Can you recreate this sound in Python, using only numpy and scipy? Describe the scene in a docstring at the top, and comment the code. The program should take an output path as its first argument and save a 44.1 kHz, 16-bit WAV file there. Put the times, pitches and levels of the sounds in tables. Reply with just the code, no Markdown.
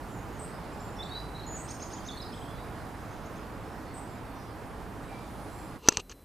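"""First a far roar and leaf hiss in still woodland, with small birds whistling, buzzing and churring.
Near the end the sound fades quickly to a mono microphone fixed on an air rifle: quieter air, a faint
electronic whine, and the action ticking, snapping and rattling. Air is shaped noise, birds are gliding
tones scattered by tree trunks, and the rifle is clicks and noise ringing parts of metal and stock."""
import sys
import numpy as np
from scipy import signal
from scipy.fft import rfft, irfft, next_fast_len
from scipy.io import wavfile

SR = 44100
rng = np.random.default_rng(int(sys.argv[2]) if len(sys.argv) > 2 else 0)


def store_pcm(level_fs):
    """Save levels as 16-bit WAV."""
    pcm = np.round(np.clip(level_fs, -1, 1) * 32767).astype(np.int16)
    wavfile.write(sys.argv[1], SR, np.atleast_2d(pcm).T)


N = 275184

# Woodland air over time: start_s, roar_db, treble_swell_db (around the average roar)
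AIR_LEVELS = [(0.0, -41.5, 3), (0.53, -40, 1.5), (2.16, -41.5, 2), (2.75, -40.5, 1.5), (4.26, -42, 0),
              (4.66, -42, 0), (5.59, -42, 2.5), (5.75, -42, 1.5)]
# Tone of the woodland air: pitch_hz, level_db (per Hz, relative)
AIR_TONE = [(15, -39), (25, -15), (45, -0.5), (100, -4), (190, -4.5), (380, -10), (560, -11.5), (800, -9),
            (1300, -14.5), (1800, -20), (2500, -26), (3500, -32.5), (6500, -38), (10000, -38.5),
            (15800, -44.5)]
# How alike left and right are in the air: pitch_hz, likeness (1 = the same)
AIR_LIKENESS = [(60, 0.32), (150, 1), (380, 0.898), (950, 0.85), (2380, 0.74), (5980, 0.82), (15000, 1)]
# Left level minus right level in the air: pitch_hz, lean_db
AIR_LEAN = [(60, -0.5), (180, -2), (550, -3.5), (1650, -3.5), (4970, -1.5), (15000, 0.5)]
# Distant engines humming in the roar: pitch_hz, width_hz, level_db (rms, before the lean)
ENGINE_HUMS = [(53.6, 9.1, -54), (109.6, 9.3, -53), (277.2, 16, -55), (318.4, 9.3, -57), (437.6, 32.2, -57)]
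# Far flock, too distant for single notes: start_s, level_db (before the scatter)
FLOCK_LEVELS = [(0, -90), (.5, -69), (1.5, -74), (2.3, -70), (3.4, -74), (3.7, -75), (4.4, -71),
                (4.9, -83.5), (5.1, -71), (5.75, -71)]
# Echoes of the near birds: delay_s, level_db
BIRD_ECHOES = [(.029, -12), (.054, -13.5)]
# Clear notes: start_s, length_s, first_hz, last_hz, bend (under 1 glides early, over 1 late),
# level_db (mid-note), swell_db (start to end)
CLEAR_NOTES = [(0.082, .12, 7180, 6500, 4.34, -64, 0), (.32, 0.079, 6750, 6400, 1.5, -68.5, 2),
               (0.717, 0.033, 7500, 7430, 1.1, -65, 10.5), (.8, 0.148, 7316, 7153, 1.06, -63.5, -6),
               (.79, 0.037, 5360, 5270, 1.1, -64.5, 0), (0.986, 0.055, 3480, 4700, 5.2, -45.5, 5),
               (1.025, .035, 7730, 7300, 1.1, -62.5, -5), (1.103, 0.091, 3526, 4043, 0.426, -45, 8),
               (1.344, 0.083, 3914, 3910, 1, -53, -1.5), (1.42, 0.098, 4204, 4214, 1.2, -60, -12),
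               (1.335, 0.07, 4050, 4256, 0.66, -62, 0), (1.092, .015, 4350, 4460, 1, -51, 0),
               (1.463, 0.1205, 6900, 6277, 7.8, -48, 4.5), (1.552, .05, 7000, 6960, 1.1, -63, -15),
               (1.979, 0.0252, 3200, 3170, 1.1, -60, -5), (1.995, .02, 4700, 4710, 1.1, -62, 0),
               (2.083, 0.0174, 3910, 3170, 1.19, -43, -7), (2.098, 0.0143, 3160, 3927, 1.14, -43, -2.5),
               (2.145, 0.053, 8500, 8350, 1.24, -65, 5), (2.168, 0.0213, 4162, 4415, 0.64, -49.5, 5),
               (2.197, .017, 4060, 3800, 1.1, -46.5, -9), (2.213, 0.0224, 5500, 4770, 0.616, -45, 10),
               (2.317, 0.0194, 5450, 4950, 1.07, -56, 0), (2.325, 0.0124, 3560, 3100, 1.1, -50, 3),
               (2.335, 0.016, 3030, 3650, 1.5, -48, -4), (2.33, 0.136, 8170, 7800, 0.58, -65.5, -5),
               (2.411, 0.031, 3142, 4000, 3, -57.5, -2), (2.372, .012, 3900, 3800, 1, -55.5, 0),
               (2.557, .07, 3950, 3770, 1.2, -64.5, -6), (3.64, .17, 5360, 5395, 0.49, -73, -2),
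               (3.861, 0.076, 4410, 4380, 1.1, -67.5, 3), (4.06, .12, 7560, 6640, 2.5, -72, 7.5),
               (5.083, .12, 2439, 2330, 0.31, -59.5, 8)]
# Notes with a fast warble, and two faint stretches of thin high hiss near 10 kHz:
# start_s, length_s, first_hz, last_hz, level_db (midway), swell_db (start to end), swing_hz
BUZZES_AND_HISS = [(0.963, 0.0497, 5480, 5360, -59.5, -8, 200), (1.11, 0.099, 4300, 4850, -59, 3, 200),
                   (1.555, 0.11, 7630, 8550, -54.5, 5, 180), (1.7, 0.083, 8500, 8900, -61, -19.5, 220),
                   (1.842, 0.091, 9100, 8870, -67.5, 7, 150), (2.0, .9, 9800, 9645, -74, -2, 400),
                   (2.109, .03, 4404, 4216, -57.5, -4, 150), (2.16, 0.147, 3600, 4418, -58.5, 0, 300),
                   (2.455, .1, 3230, 3542, -64, 2, 100), (4.348, .11, 5725, 5820, -69.5, -8, 200),
                   (5.03, 0.24, 3866, 3680, -70, -4, 150), (5.02, 0.077, 7700, 7830, -72.5, 3, 250),
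                   (5.3, 0.407, 9900, 10110, -70, 0, 700), (5.5, 0.17, 7600, 7560, -69.5, -1, 200)]
# Loud rasps, each a short drop then a rising buzz: start_s, level_db
RASP_CALLS = [(.39, -51), (3.934, -53)]
# A scolding syllable, repeated: start_s, level_db
CHURR_CALLS = [(1.675, -47.5), (1.793, -48.5), (1.903, -49.5), (2.042, -52), (2.985, -72), (3.1, -66),
               (3.225, -62.5), (3.335, -63.5)]
# Strokes in that syllable: start_s, length_s, first_hz, last_hz, level_db (relative to the call)
SYLLABLE_STROKES = [(0., 0.028, 2640, 2750, -13.5), (0., 0.017, 3170, 3633, -11),
                    (0., 0.028, 5100, 5470, -9.5), (.008, 0.021, 6150, 6450, -4.5),
                    (0.019, 0.016, 3700, 5800, -10), (.028, 0.012, 5860, 6930, 2.5),
                    (0.029, 0.023, 3786, 5209, -11.5), (0.035, 0.014, 5241, 5450, -7),
                    (0.035, .016, 6733, 7055, -3.5), (0.041, .011, 6100, 6800, -9)]
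# A small dry tick: start_s, peak_db (before echo and scatter)
DRY_TICK = (3.312, -40)
# Tone of the air at the rifle: pitch_hz, level_db (per Hz, relative)
CLOSE_AIR_TONE = [(24, -23), (45, 5.5), (100, -6), (470, -13.5), (1500, -26.5), (3400, -35), (7500, -37),
                  (11000, -32.5), (13400, -30), (14600, -38.5), (15200, -65)]
# Electronic whine: pitch_hz, level_db (rms)
WHINE_TONES = [(4032, -73.5), (8064, -78)]
# Blows in the action: start_s, bright_db, body_db, thump_db (before a 6 dB cut), crack_db,
# chatter_s, first_contact (size, 0-1)
ACTION_BLOWS = [(5.876, -40, -33, -36, -28, 0.00205, 1), (5.8862, 8, -3.5, 4, -22, 0.003, 0.95),
                (5.9205, -50, -30, -35, -45, .002, 0.55), (5.923, -26, -26, -25, -13.5, 0.0025, 0.2),
                (5.971, -15, -43, -27, -9, 0.0012, 0.88), (5.9743, -43, -37, -27, -37, .002, 1),
                (6.0956, -31, -38, -51, -39, .004, 0.31), (6.114, -30.5, -37.5, -58.5, -39, .004, 0.25),
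                (6.1208, -38, -31, -48, -45, .004, 0.27)]
# Ringing modes of stock and microphone mount, bright group: pitch_hz, width_hz, level_db
BRIGHT_MODES = [(5500, 500, -16), (6080, 260, 0), (6630, 200, -9), (8180, 250, -18)]
# Ringing modes of stock and microphone mount, body group: pitch_hz, width_hz, level_db
BODY_MODES = [(1370, 126.5, -6.5), (1720, 170, -8), (2703, 81.7, -12.5), (3400, 510, -9),
              (4363, 158, -10.5), (4700, 190, -18)]
# Low thump modes: pitch_hz, width_hz, level_db
THUMP_MODES = [(330, 114, -7), (450.5, 167, -1.5), (660, 364, -1), (880, 170, -11)]
# Dull, well-damped crack modes: pitch_hz, width_hz, level_db
CRACK_MODES = [(3010, 590, -9), (4980, 500, -12), (5850, 900, -2.5), (8000, 600, -18)]
# Spells of loose parts rattling: start_s, loudest_s, stop_s, bright_db, low_db
RATTLE_SPELLS = [(5.801, 5.872, 6, -44.4, -42), (5.968, 5.975, 5.993, -54.5, -38.5),
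                 (5.996, 5.997, 6.003, -43, -60.5), (6.093, 6.096, 6.125, -49, -52.5)]
# Tone of the bright rattle: pitch_hz, level_db (relative)
RATTLE_TONE = [(1400, -33), (2100, -15), (2750, 3.5), (3400, -10.5), (4300, -4.5), (5300, -13.5),
               (6100, -4), (6900, -14), (8400, -12)]
# Tone of the low rumble: pitch_hz, level_db (relative)
RUMBLE_TONE = [(100, 0), (300, -2), (450, 6.5), (650, -16), (900, 1), (1200, -2.5), (1600, -17),
               (3000, -39.5)]

FLOCK_LOW_HZ, FLOCK_HIGH_HZ, FLOCK_NOTE_S = 3278, 5274, 0.06
TRUNK_T60_S, TRUNK_DB = 0.54, -5   # time to die by 60 dB; near birds' share of the scatter
TRUNK_LUMPY_DB = 3   # the scatter arrives in clumps
ECHO_BLUR_S, BIRD_LEAN_DB = 0.008, -2   # the lean is left minus right
WAVER, FLUTTER_DB = 0.007, 2.8   # unsteadiness of every note: share of its pitch, and level
LILT, LILT_PER_S = 0.011, 27   # slow undulation of the clear notes: share of pitch, rate
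WARBLE_PER_S, CHURR_SWING_HZ = 230, 200
RASP_DROP_S, RASP_RISE_S = 0.027, 0.04554
RASP_TOP_HZ, RASP_LOW_HZ, RASP_SWING_HZ = 8530, 8054, 590
CLOSE_AIR_DB = -53
RING_LAG_S = 0.00042   # the metal rings just after the push
RATTLE_PER_S, RATTLE_UNEVEN_DB = 14000, 1.8   # contacts of the loose parts
RATTLE_RISE_DB, RATTLE_STOP_DB_PER_S = 21, 1600
RATTLE_SAG_DB_PER_S, RUMBLE_SAG_DB_PER_S = 10, 73.5
ACTION_TOP_HZ = 8160   # top of the action's treble
OVERLOAD, CAPSULE_TOP_HZ = 0.66, 11000   # soft ceiling of the wave; start of the treble roll-off
CUT_S, CUT_FADE_S = 5.765, 0.02   # the change of microphone
CUTOFF_HZ = 15500


def from_db(db):
    """Turn decibels into gain."""
    return 10 ** (np.asarray(db) / 20)


def rms_one(x):
    """Scale to an rms level of 1."""
    return x / np.sqrt(np.mean(x ** 2) + 1e-20)


def at_hz(points, hz):
    """Read a table between its pitches, which are spaced as the ear hears them (log scale)."""
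    pitches, values = np.array(points).T
    return np.interp(np.log(hz), np.log(pitches), values)


def drift(rate_hz):
    """Random wander of spread 1, made by smoothing noise at one point per 40 samples."""
    r = np.exp(-80 * np.pi * rate_hz / SR)
    white = rng.standard_normal(N // 40 + 2002)
    slow = signal.lfilter([1], [1, -2 * r, r * r], white)[2000:]   # drop the settling-in
    return np.interp(np.arange(N) / 40, np.arange(len(slow)), rms_one(slow))


def coloured(tone, source):
    """Shape noise or clicks to a tone table, at rms 1."""
    hz = np.maximum(np.arange(len(source) // 2 + 1) * SR / len(source), 1)
    return rms_one(irfft(rfft(source) * from_db(at_hz(tone, hz)), len(source)))


def resonate(x, modes):
    """Ring several modes side by side; a wider mode dies away sooner."""
    out = 0
    for hz, width_hz, level_db in modes:
        r, w = np.exp(-np.pi * width_hz / SR), 2 * np.pi * hz / SR
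        ring = signal.lfilter([0, np.sin(w)], [1, -2 * r * np.cos(w), r * r], x)
        out = out + from_db(level_db) * ring
    return out


def add(track, start_s, sound):
    """Mix a sound into a track."""
    i = round(start_s * SR)
    track[i:i + len(sound)] += sound[:len(track) - i]


def lean(lean_db):
    """Left and right gains for a given level difference."""
    return from_db(np.array([[.5], [-.5]]) * lean_db)


def air(patchy_db):
    """Half-octave bands of stereo noise; the roar sets the lows, the hiss swell lifts the treble."""
    start_s, roar_db, hiss_db = np.transpose(AIR_LEVELS)
    t = np.arange(N) / SR
    roar, hiss = np.interp(t, start_s, roar_db), np.interp(t, start_s, hiss_db)
    white = coloured(AIR_TONE, rng.standard_normal(2 * N)).reshape(2, N)
    size = next_fast_len(N)
    spectra, hz = rfft(white, size), np.arange(size // 2 + 1) * SR / size
    edges = 22 * 2 ** np.arange(0, 9.9, .5)
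    out = 0
    for low, high in zip(edges, edges[1:]):
        shared, opposed = irfft(spectra * ((hz >= low) & (hz < high)), size)[:, :N]
        centre = np.sqrt(low * high)
        alike = np.clip(at_hz(AIR_LIKENESS, centre), -1, 1)
        treble = np.clip(np.log2(centre / 2500) / 1.69, 0, 1)   # 0 follows the roar, 1 the hiss
        level_db = roar - treble * (roar - roar.mean() - hiss) + patchy_db * drift(9.5)
        pair = np.sqrt(1 + alike) * shared + np.sqrt(1 - alike) * opposed * [[1], [-1]]
        # the 3.5 dB cut roughly undoes the gain of adding the two noises
        out = out + from_db(level_db - 3.5) * pair * lean(at_hz(AIR_LEAN, centre))
    return out


def drone():
    """Distant engines: noise rung through narrow low resonances."""
    out = 0
    for hz, width_hz, level_db in ENGINE_HUMS:
        hum = resonate(rng.standard_normal(N), [(hz, width_hz, 0)])
        out = out + from_db(level_db) * rms_one(hum)
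    return out


def note(length, from_hz, to_hz, level_db, swell_db=0, bend=1, swing_hz=0, lilt=0, edge_s=0.0058):
    """A slightly unsteady gliding tone, as from a bird's voice, warbled if it has a swing."""
    t = np.arange(0, length, 1 / SR)
    knots = np.arange(0, length + .004, .004)   # a new random value every 4 ms
    waver, flutter, lurch = (np.interp(t, knots, draw) for draw in rng.standard_normal((3, len(knots))))
    pitch = from_hz + (to_hz - from_hz) * (t / length) ** bend
    pitch = pitch * (1 + WAVER * waver - lilt * np.cos(2 * np.pi * LILT_PER_S * t))
    pitch = pitch + swing_hz * np.sin(2 * np.pi * WARBLE_PER_S * t + 1.51 * lurch)
    edges = np.clip(np.minimum(t, length - t) / edge_s, 0, 1)
    gain = from_db(level_db + swell_db * (t / length - .5) + FLUTTER_DB * flutter) * edges
    return np.sqrt(2) * gain * np.sin(2 * np.pi * np.cumsum(pitch) / SR)


def flock(count):
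    """Many far birds: short random slurs up or down."""
    out = np.zeros(N)
    for when, where, slur in rng.random((count, 3)):
        start_s, hz = when * CUT_S, FLOCK_LOW_HZ + where * (FLOCK_HIGH_HZ - FLOCK_LOW_HZ)
        level_db = np.interp(start_s, *np.transpose(FLOCK_LEVELS))
        add(out, start_s, note(FLOCK_NOTE_S, hz, hz + 600 * (slur - .5), level_db, edge_s=0.0274))
    return out


def trunks(near, far):
    """Trunks scatter sound into a dense dying tail for each ear; far birds arrive by it alone."""
    t = np.arange(SR) / SR
    fade_db = -60 * t / TRUNK_T60_S + TRUNK_LUMPY_DB * drift(50)[:SR]
    tail = rng.standard_normal((2, SR)) * from_db(fade_db) * np.clip(t / 0.0088, 0, 1)
    tail = tail / np.sqrt(np.sum(tail ** 2, axis=1, keepdims=True))
    wet = signal.fftconvolve((from_db(TRUNK_DB) * near + far)[None], tail, axes=1)[:, :N]
    wet = wet + 0.334 * wet[::-1]   # some of the scatter reaches both ears alike
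    echo = np.zeros(N)
    for delay_s, level_db in BIRD_ECHOES:
        add(echo, delay_s, from_db(level_db) * near)
    blur = rms_one(rng.standard_normal(round(ECHO_BLUR_S * SR))) / np.sqrt(ECHO_BLUR_S * SR)
    echo = signal.fftconvolve(echo, blur)[:N]
    return (near + echo + wet) * lean(BIRD_LEAN_DB)


def whistles(track):
    """Clear gliding tones with a slow undulation."""
    for start_s, length, from_hz, to_hz, bend, level_db, swell_db in CLEAR_NOTES:
        add(track, start_s, note(length, from_hz, to_hz, level_db, swell_db, bend, lilt=LILT))


def buzzes_and_hiss(track):
    """Tones whose pitch swings too fast to follow: bird buzzes, and faint thin hiss near 10 kHz."""
    for start_s, length, from_hz, to_hz, level_db, swell_db, swing_hz in BUZZES_AND_HISS:
        add(track, start_s, note(length, from_hz, to_hz, level_db, swell_db, swing_hz=swing_hz))


def rasps(track):
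    """A short drop in pitch, then a rising buzz with a warble twice as wide."""
    for start_s, level_db in RASP_CALLS:
        drop = note(RASP_DROP_S, RASP_TOP_HZ, RASP_LOW_HZ, level_db, swing_hz=RASP_SWING_HZ / 2)
        rise = note(RASP_RISE_S, RASP_LOW_HZ, RASP_TOP_HZ, level_db, swing_hz=RASP_SWING_HZ)
        add(track, start_s, drop)
        add(track, start_s + RASP_DROP_S - .004, rise)   # overlaps the drop by 4 ms


def churrs(track):
    """Scolding syllables, each built from brief overlapping hoarse strokes."""
    for call_s, call_db in CHURR_CALLS:
        for start_s, length, from_hz, to_hz, level_db in SYLLABLE_STROKES:
            stroke = note(length, from_hz, to_hz, call_db + level_db, swing_hz=CHURR_SWING_HZ, edge_s=0.003)
            add(track, call_s + start_s, stroke)


def dry_tick(track):
    """A small tick: one sample up, one down."""
    start_s, peak_db = DRY_TICK
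    add(track, start_s, from_db(peak_db) * np.array([1., -1.]))


def near_sounds():
    """Near birds, thin hiss and the tick, before echo and scatter."""
    track = np.zeros(N)
    for layer in (whistles, buzzes_and_hiss, rasps, churrs, dry_tick):
        layer(track)
    return track


def close_floor(count):
    """Quiet air as shaped noise, and a thin steady whine of the electronics."""
    t = np.arange(count) / SR
    whine = sum(np.sqrt(2) * from_db(level_db) * np.sin(2 * np.pi * hz * t) for hz, level_db in WHINE_TONES)
    return from_db(CLOSE_AIR_DB) * coloured(CLOSE_AIR_TONE, rng.standard_normal(count)) + whine


def blows(count, first_s):
    """Each blow is a click, with chatter for all but the thump, ringing four groups of modes."""
    bright, body, low, crack = np.full((4, count), 1e-18)   # tiny offset instead of pure silence
    for start_s, bright_db, body_db, thump_db, crack_db, length, first_contact in ACTION_BLOWS:
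        at_s = start_s - first_s
        burst = np.arange(0, 4 * length, 1 / SR)
        fade = np.exp(-(burst / length) ** 2)
        chatter = .45 * rng.standard_normal(len(burst)) * fade / np.sqrt(length * SR)
        chatter[0] = first_contact
        add(crack, at_s + RING_LAG_S, from_db(crack_db) * chatter)
        add(bright, at_s + RING_LAG_S, from_db(bright_db) * chatter)
        add(body, at_s, -from_db(body_db) * chatter)
        add(low, at_s, -from_db(thump_db - 6.0) * np.ones(1))
    ringing = resonate(bright, BRIGHT_MODES) + resonate(body, BODY_MODES)
    return ringing + resonate(low, THUMP_MODES) + resonate(crack, CRACK_MODES)


def spell(t, start, loudest, stop, level_db, sag_db_per_s):
    """Gain of one rattling spell: it builds up, sags and stops short."""
    rise_db = RATTLE_RISE_DB * np.maximum(loudest - t, 0) / (loudest - start)
    sag_db = sag_db_per_s * np.maximum(t - loudest, 0)
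    stop_db = RATTLE_STOP_DB_PER_S * np.maximum(t - stop, 0)
    return from_db(level_db - rise_db - sag_db - stop_db)


def rattling(t):
    """Loose parts: random contacts make the bright rattle, noise the low rumble."""
    count = len(t)
    loose = sum(spell(t, *when, bright_db, RATTLE_SAG_DB_PER_S) for *when, bright_db, _ in RATTLE_SPELLS)
    heavy = sum(spell(t, *when, low_db, RUMBLE_SAG_DB_PER_S) for *when, _, low_db in RATTLE_SPELLS)
    uneven = from_db(RATTLE_UNEVEN_DB * drift(150)[:count])
    contacts = (rng.random(count) < RATTLE_PER_S / SR) * rng.standard_normal(count)
    rattle = loose * coloured(RATTLE_TONE, contacts)
    rumble = heavy * coloured(RUMBLE_TONE, rng.standard_normal(count))
    return uneven * (rattle + rumble)


def rifle(count):
    """Blows and rattling parts, low-passed to leave out the highest treble."""
    t = (N - count + np.arange(count)) / SR
    action = blows(count, t[0]) + rattling(t)
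    return signal.sosfilt(signal.cheby1(8, 1, ACTION_TOP_HZ, fs=SR, output="sos"), action)


def close_microphone(x):
    """The loudest snap overloads it, rounding the peaks; its treble rolls off."""
    clipped = OVERLOAD * np.tanh(x / OVERLOAD)
    return signal.sosfilt(signal.butter(2, CAPSULE_TOP_HZ, fs=SR, output="sos"), clipped)


def scene():
    """The wide stereo wood fades quickly into the close mono microphone."""
    wood = air(patchy_db=0.81) + drone() * lean(-3) + trunks(near_sounds(), flock(count=600))
    count = SR // 2   # the close sound fills the last half second
    close = np.zeros(N)
    close[-count:] = close_microphone(rifle(count)) + close_floor(count)
    after = np.maximum(np.arange(N) / SR - CUT_S, 0) / CUT_FADE_S
    return wood * np.exp(-after) + close * np.clip(after, 0, 1)


def record(dry):
    """A steep filter removes the highest treble."""
    return signal.sosfilt(signal.ellip(12, .2, 70, CUTOFF_HZ, fs=SR, output="sos"), dry)


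dry = scene()
out = record(dry)
store_pcm(out)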